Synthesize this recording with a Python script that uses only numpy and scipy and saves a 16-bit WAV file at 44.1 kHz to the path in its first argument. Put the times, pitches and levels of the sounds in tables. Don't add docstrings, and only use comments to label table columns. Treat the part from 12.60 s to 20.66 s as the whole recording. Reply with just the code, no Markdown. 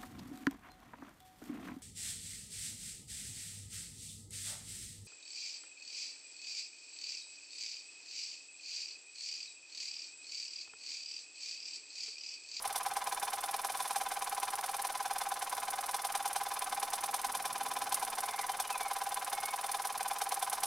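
import sys
import numpy as np
from scipy import signal
from scipy.fft import rfft, irfft
from scipy.io import wavfile
from scipy.ndimage import uniform_filter1d

SR = 44100
rng = np.random.default_rng(int(sys.argv[2]) if len(sys.argv) > 2 else 0)


def int16_out(signal):
    q = np.round(np.clip(np.atleast_2d(signal).T, -1, 1) * 32767)
    wavfile.write(sys.argv[1], SR, q.astype(np.int16))


N = 355439
TIME_S = np.arange(N) / SR
FREQS_HZ = np.maximum(np.fft.rfftfreq(N, 1 / SR), 1)

# (frequency [Hz], relative density [dB])
AIR_SPECTRUM = [(20, 9), (60, -2.5), (110, -4), (170, -1.5), (350, -1.5), (700, -18), (2000, -32)]
CAR_SPECTRUM = [(50, -10), (130, -4.5), (225, -3), (262, 6.5), (290, -6), (500, 0.5), (1000, -21.5)]
BOILER_SPECTRUM = [(150, -26), (300, -10.5), (450, -2.5), (620, 1.5), (800, 11.5), (895, 5.5), (990, 10.5),
                   (1400, 1.5), (2800, -9.5), (5500, -6), (7300, -8), (10000, -8), (12500, -11),
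                   (16000, -17)]
STEAM_SPECTRUM = [(300, -23), (1200, -9), (3000, -10), (5200, -5), (6400, -4), (7300, -7.5), (8700, 4),
                  (9800, 6.5), (11300, 6), (12200, -9.5), (14500, -0.5), (16000, -17)]
CRACK_SPECTRUM = [(400, -17), (1500, -50), (3000, 0), (6200, 5.5), (7300, -1.5), (8700, 9.5), (11200, 5.5),
                  (12300, 3), (16000, -14)]
RATTLE_SPECTRUM = [(200, -47), (420, -3), (700, 0), (900, 8), (1200, 13), (1700, 3.5), (1950, 2),
                   (2400, -1), (2850, 3), (4000, -4), (6200, -2), (7300, -39), (16000, 4.5)]
# (frequency [Hz], coherence [0-1])
COHERENCE = [(30, .1), (80, .35), (170, .76), (350, .93), (780, .997), (1000, .99), (1300, .997),
             (2200, .95), (3200, .993), (5500, .91), (7500, .76), (10000, .81), (14000, .6)]
# (frequency [Hz], left minus right [dB])
BALANCE = [(2500, -.12), (5500, -1.1), (10000, -2.5), (14000, -3.4)]
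# (start [s], length [s], first pitch [Hz], last pitch [Hz], level [dB], trill depth [Hz])
BIRD_NOTES = [(5.357, 0.054, 2110, 2025, -52, 20), (5.646, 0.16, 2136, 2215, -52, 130),
              (5.781, 0.054, 2280, 1920, -47, 83), (5.91, 0.05, 3110, 3070, -55.5, 20),
              (6.02, 0.07, 2960, 2930, -59, 60), (6.106, 0.057, 2700, 2390, -46.5, 20),
              (6.172, 0.12, 2404, 2140, -49.5, 15), (6.74, 0.088, 2210, 2124, -50, 15),
              (6.833, 0.1, 2190, 2237, -46, 4.5)]
# (centre [s], length [s], level [dB])
STEAM_LEAKS = [(1.227, 0.18, -49), (1.387, 0.028, -56), (5.42, 0.055, -51)]
# (time [s], level [dB])
WATER_SPITS = [(1.955, -23), (2.012, -26), (2.224, -24), (2.969, -26), (3.312, -28), (5.450, -26),
               (5.606, -23.5), (6.545, -35), (6.732, -22), (7.272, -23), (7.479, -30)]
# (time [s], boost [dB])
WATER_SLUGS = [(1.38, 5.5), (2.22, 2.5), (2.58, 7), (4.72, 3.5), (4.93, 4), (5.34, 10), (5.45, 1),
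               (6.85, 6.5), (7.12, 5.5), (7.27, 1), (7.48, 3.5), (7.74, 3.5), (8.05, 2)]
# (time [s], speed [turns/s])
FLYWHEEL_SPEED = [(0.0, 19.12), (1.0, 19.14), (2.0, 19.13), (3.0, 19.19), (4.0, 19.2), (5.0, 19.2),
                  (6.0, 19.21), (7.0, 19.17), (8.0, 19.16)]
# (start [s], end [s], load added on even turns and taken off odd ones [dB], crack boost [dB])
LIMP_SPELLS = [(-0.1, 0.49, -1.5, -1), (0.476, 1.077, 1.2, 2.5), (1.1, 1.67, -1.2, 0.5),
               (1.99, 2.334, -0.9, 2), (2.524, 2.93, 1.3, -0.5), (3.3, 3.788, 2.0, 2),
               (3.973, 4.197, -1.5, -2), (4.186, 4.913, -2, 2.5), (5.186, 5.516, 1.15, 2),
               (5.66, 6.317, -1.5, -2.5), (6.7, 7.315, -0.7, -1.5), (7.33, 7.557, 1, -2),
               (7.56, 8.195, 1.83, 3)]
# (time [s], load boost [dB], crack boost [dB])
KNOCK_ACCENTS = [(0.157, -1, 9), (0.47, 1, -2.5), (0.68, 2.5, -4), (0.94, 1.5, -10), (1.36, 3.5, 0),
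                 (1.62, 0, 2), (1.83, 1.5, 1), (5.17, 2, -4), (5.32, 0.05, 3.5), (5.43, -0.5, 2.5),
                 (5.58, 1.5, 1.5), (6.0, 0, 7), (6.73, 1.5, 0), (7.15, 1.5, -3), (7.25, 0.5, 7),
                 (7.72, 1.6, -7), (8.03, -0.5, 7)]
# (offset from main knock [s], force [dB], click gain [dB],
# low edge [Hz], high edge [Hz], load sensitivity [dB/dB])
CRANK_CONTACTS = [(-.0104, -6, -9, 913, 2420, 0.27), (-.0063, -32.5, 18, 990, 2490, .3),
                  (-.0024, -5, -14.5, 1050, 8300, 0.091), (-.0008, -1.44, -28.5, 328, 8400, 1.5)]
# (frequency [Hz], gain [dB], t60 [s])
TIN_MODES = [(440.5, -36, 0.049), (538, -44.5, 0.077), (666.5, -36, 0.063), (744.6, -23.5, 0.038),
             (802.3, -20, 0.054), (1000.5, -22, 0.038), (1096, -40, 0.041), (1219, -39, 0.037),
             (1470, -67.5, 0.013), (1515, -37.5, 0.047), (1698, -31.5, 0.018), (2105, -39.5, 0.036),
             (2376, -41.5, 0.046), (2511, -46, 0.06), (3127, -40, 0.03), (3518, -44, 0.08),
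             (3737, -50.5, 0.065), (3955, -47.5, 0.061), (4227, -44.5, 0.041), (4725, -55.5, 0.12),
             (4983, -48.5, 0.07), (5440, -50, 0.09), (6277, -43.5, 0.034), (6500, -77, 0.12),
             (7030, -55.5, 0.091), (8270, -47, 0.019), (9760, -40, 0.029)]


def from_db(db):
    return 10 ** (np.asarray(db) / 20)


def over_hz(table):
    hz, values = np.transpose(table)
    return np.interp(np.log(FREQS_HZ), np.log(hz), values)


def noise(spectrum):
    mid, side = rfft(rng.standard_normal((2, N)))
    coherence = np.clip(over_hz(COHERENCE), 0, 1)
    stereo = np.sqrt(1 + coherence) * mid + np.sqrt(1 - coherence) * side * [[1], [-1]]
    coloured = irfft(stereo * from_db(over_hz(spectrum)), N)
    return coloured / coloured.std()


def impulses(times_s, gains):
    index = np.round(times_s * SR).astype(int)
    inside = (index >= 0) & (index < N)
    return np.bincount(index[inside], gains[inside], N)


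def swell(rise_s, t60_s):
    t = TIME_S[:SR // 5]
    return (1 - np.exp(-t / rise_s)) * np.exp(-np.log(1000) * t / t60_s)


def gate(t, start_s, end_s, fade_s):
    return np.clip(.5 + np.minimum(t - start_s, end_s - t) / fade_s, 0, 1)


def convolve(x, response):
    return signal.oaconvolve(x, response)[:N]


def bandpass(x, low_hz, high_hz):
    return signal.sosfilt(signal.butter(2, [low_hz, high_hz], "band", fs=SR, output="sos"), x)


def accents(table, strokes_s):
    times_s, *columns = np.transpose(table)
    nearest = np.abs(strokes_s - times_s[:, None]).argmin(axis=1)
    return [np.bincount(nearest, db, len(strokes_s)) for db in columns]


def outdoors(air_db, car_db, closest_s, half_width_s):
    car_gain = from_db(car_db) / (1 + ((TIME_S - closest_s) / half_width_s) ** 2)
    return from_db(air_db) * noise(AIR_SPECTRUM) + car_gain * noise(CAR_SPECTRUM)


def bird(trill_hz, waver_hz, echo_db, echo_t60_s):
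    song = np.zeros(N)
    waver = uniform_filter1d(rng.standard_normal(N), size=200)
    waver /= waver.std()
    trill = np.sin(2 * np.pi * trill_hz * TIME_S)
    for start_s, length_s, first_hz, last_hz, db, depth_hz in BIRD_NOTES:
        end_s = start_s + length_s
        glide_hz = np.interp(TIME_S, [start_s, end_s], [first_hz, last_hz])
        pitch_hz = glide_hz + depth_hz * trill + waver_hz * waver
        tone = np.sin(2 * np.pi * np.cumsum(pitch_hz) / SR)
        song += from_db(db) * gate(TIME_S, start_s, end_s, fade_s=0.016) * tone
    echoes = swell(0.012, echo_t60_s) * rng.standard_normal(SR // 5)
    return song + from_db(echo_db) * convolve(song, echoes / np.linalg.norm(echoes))


def boiler(hiss_db, spit_t60_s):
    leaks = sum(from_db(db) * np.exp(-2 * ((TIME_S - centre_s) / length_s) ** 2)
                for centre_s, length_s, db in STEAM_LEAKS)
    spit_s, spit_db = np.transpose(WATER_SPITS)
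    spits = convolve(impulses(spit_s, from_db(spit_db)), swell(.0001, spit_t60_s))
    hiss = from_db(hiss_db) * noise(BOILER_SPECTRUM)
    return hiss + leaks * noise(CRACK_SPECTRUM) + spits * noise(STEAM_SPECTRUM)


def exhaust(knock_s, level_db, growth_db_per_s, delay_s, rise_s, t60_s, scatter_db, drops_per_s, drop_db):
    puff_s = np.append(2 * knock_s[0] - knock_s[1], knock_s) + delay_s
    late, harder = rng.standard_normal((len(puff_s), 2)).T
    slug_db, = accents(WATER_SLUGS, puff_s)
    puff_db = level_db + growth_db_per_s * puff_s + slug_db + scatter_db * harder
    puffs = impulses(puff_s + 0.00023 * late, from_db(puff_db))
    drops = (rng.random(N) < drops_per_s / SR) * rng.uniform(0, 1, N)
    sputter = 1 + from_db(drop_db) * convolve(drops, swell(.00005, 0.0019))
    return noise(STEAM_SPECTRUM) * convolve(puffs, swell(rise_s, t60_s)) * sputter


def crank_turns(base_load_db, scatter_db):
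    turns = np.cumsum(np.interp(TIME_S, *np.transpose(FLYWHEEL_SPEED))) / SR
    turn_number = np.arange(1, int(turns[-1]) + 1)
    knock_s = np.interp(turn_number, turns, TIME_S)
    load_db, crack_db = accents(KNOCK_ACCENTS, knock_s)
    for start_s, end_s, limp_db, boost_db in LIMP_SPELLS:
        spell = gate(knock_s, start_s, end_s, fade_s=0.026)
        load_db += spell * limp_db * (-1) ** turn_number
        crack_db += spell * boost_db
    load_db += rng.normal(base_load_db, scatter_db, len(knock_s))
    return knock_s, load_db, crack_db


def metal_cracks(knock_s, load_db, crack_db, level_db, db_per_load_db, delay_s, t60_s,
                 tail_db, tail_t60_s, ring_db):
    blow_db = level_db + crack_db + db_per_load_db * load_db + rng.normal(0, 1.0, len(knock_s))
    blows = impulses(knock_s + delay_s, from_db(blow_db))
    envelope = swell(.001, t60_s) + from_db(tail_db) * swell(.003, tail_t60_s)
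    grit = noise(CRACK_SPECTRUM)
    ring = np.array([convolve(blows, envelope * channel[:len(envelope)]) for channel in grit])
    return grit * convolve(blows, envelope) + from_db(ring_db) * ring


def crank_clatter(knock_s, load_db, rise_cycles, rattle_db, rattle_t60_s, scrape_db, scrape_t60_s,
                  jitter_s, scatter_db, spot_db):
    t = TIME_S[:SR // 5]
    modes = [from_db(db) * swell(rise_cycles / hz, t60_s) * np.sin(2 * np.pi * hz * t)
             for hz, db, t60_s in TIN_MODES]
    rattle_noise = noise(RATTLE_SPECTRUM)
    scrape = from_db(scrape_db) * swell(.0001, scrape_t60_s)
    shake = scrape + from_db(rattle_db) * swell(0.0048, rattle_t60_s)
    clatter = 0
    for k, (offset_s, force_db, click_db, low_hz, high_hz, sensitivity) in enumerate(CRANK_CONTACTS):
        late, harder, spot = rng.standard_normal((len(knock_s), 3)).T
        contact_s = knock_s + offset_s + jitter_s * late
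        force = from_db(force_db + sensitivity * load_db - scatter_db * harder)
        blows = impulses(contact_s, force)
        favour = from_db(spot_db * spot)
        even = convolve(impulses(contact_s, force * favour), sum(modes[::2]))
        odd = convolve(impulses(contact_s, force / favour), sum(modes[1::2]))
        rattle = np.roll(rattle_noise, k * SR, axis=1) * convolve(blows, shake)
        clatter += bandpass(from_db(click_db) * blows + even - odd + rattle, low_hz, high_hz)
    return clatter


def scene():
    knock_s, load_db, crack_db = crank_turns(base_load_db=-0.61, scatter_db=0.26)
    engine = crank_clatter(knock_s, load_db, rise_cycles=6.03, rattle_db=-33, rattle_t60_s=0.07,
                           scrape_db=-28.5, scrape_t60_s=0.0034,
                           jitter_s=.00022, scatter_db=0.1, spot_db=1.2)
    engine += metal_cracks(knock_s, load_db, crack_db, level_db=-40, db_per_load_db=3.75,
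                           delay_s=.0009, t60_s=0.018, tail_db=-4, tail_t60_s=0.095, ring_db=-0.5)
    engine += exhaust(knock_s, level_db=-32, growth_db_per_s=0.13, delay_s=0.021, rise_s=0.0034,
                      t60_s=.044, scatter_db=1.5, drops_per_s=300, drop_db=10.5)
    engine += boiler(hiss_db=-48, spit_t60_s=0.0042)
    pan = from_db(over_hz(BALANCE) * [[.5], [-.5]])
    engine = irfft(rfft(engine) * pan, N)
    song = bird(trill_hz=65.7, waver_hz=15.9, echo_db=-3.5, echo_t60_s=0.11)
    return engine + song + outdoors(air_db=-66.5, car_db=-59.5, closest_s=5.1, half_width_s=0.57)


def record(dry):
    cutoff_hz = 16100
    return signal.sosfilt(signal.ellip(12, .1, 80, cutoff_hz, fs=SR, output="sos"), dry)


dry = scene()
out = record(dry)
int16_out(out)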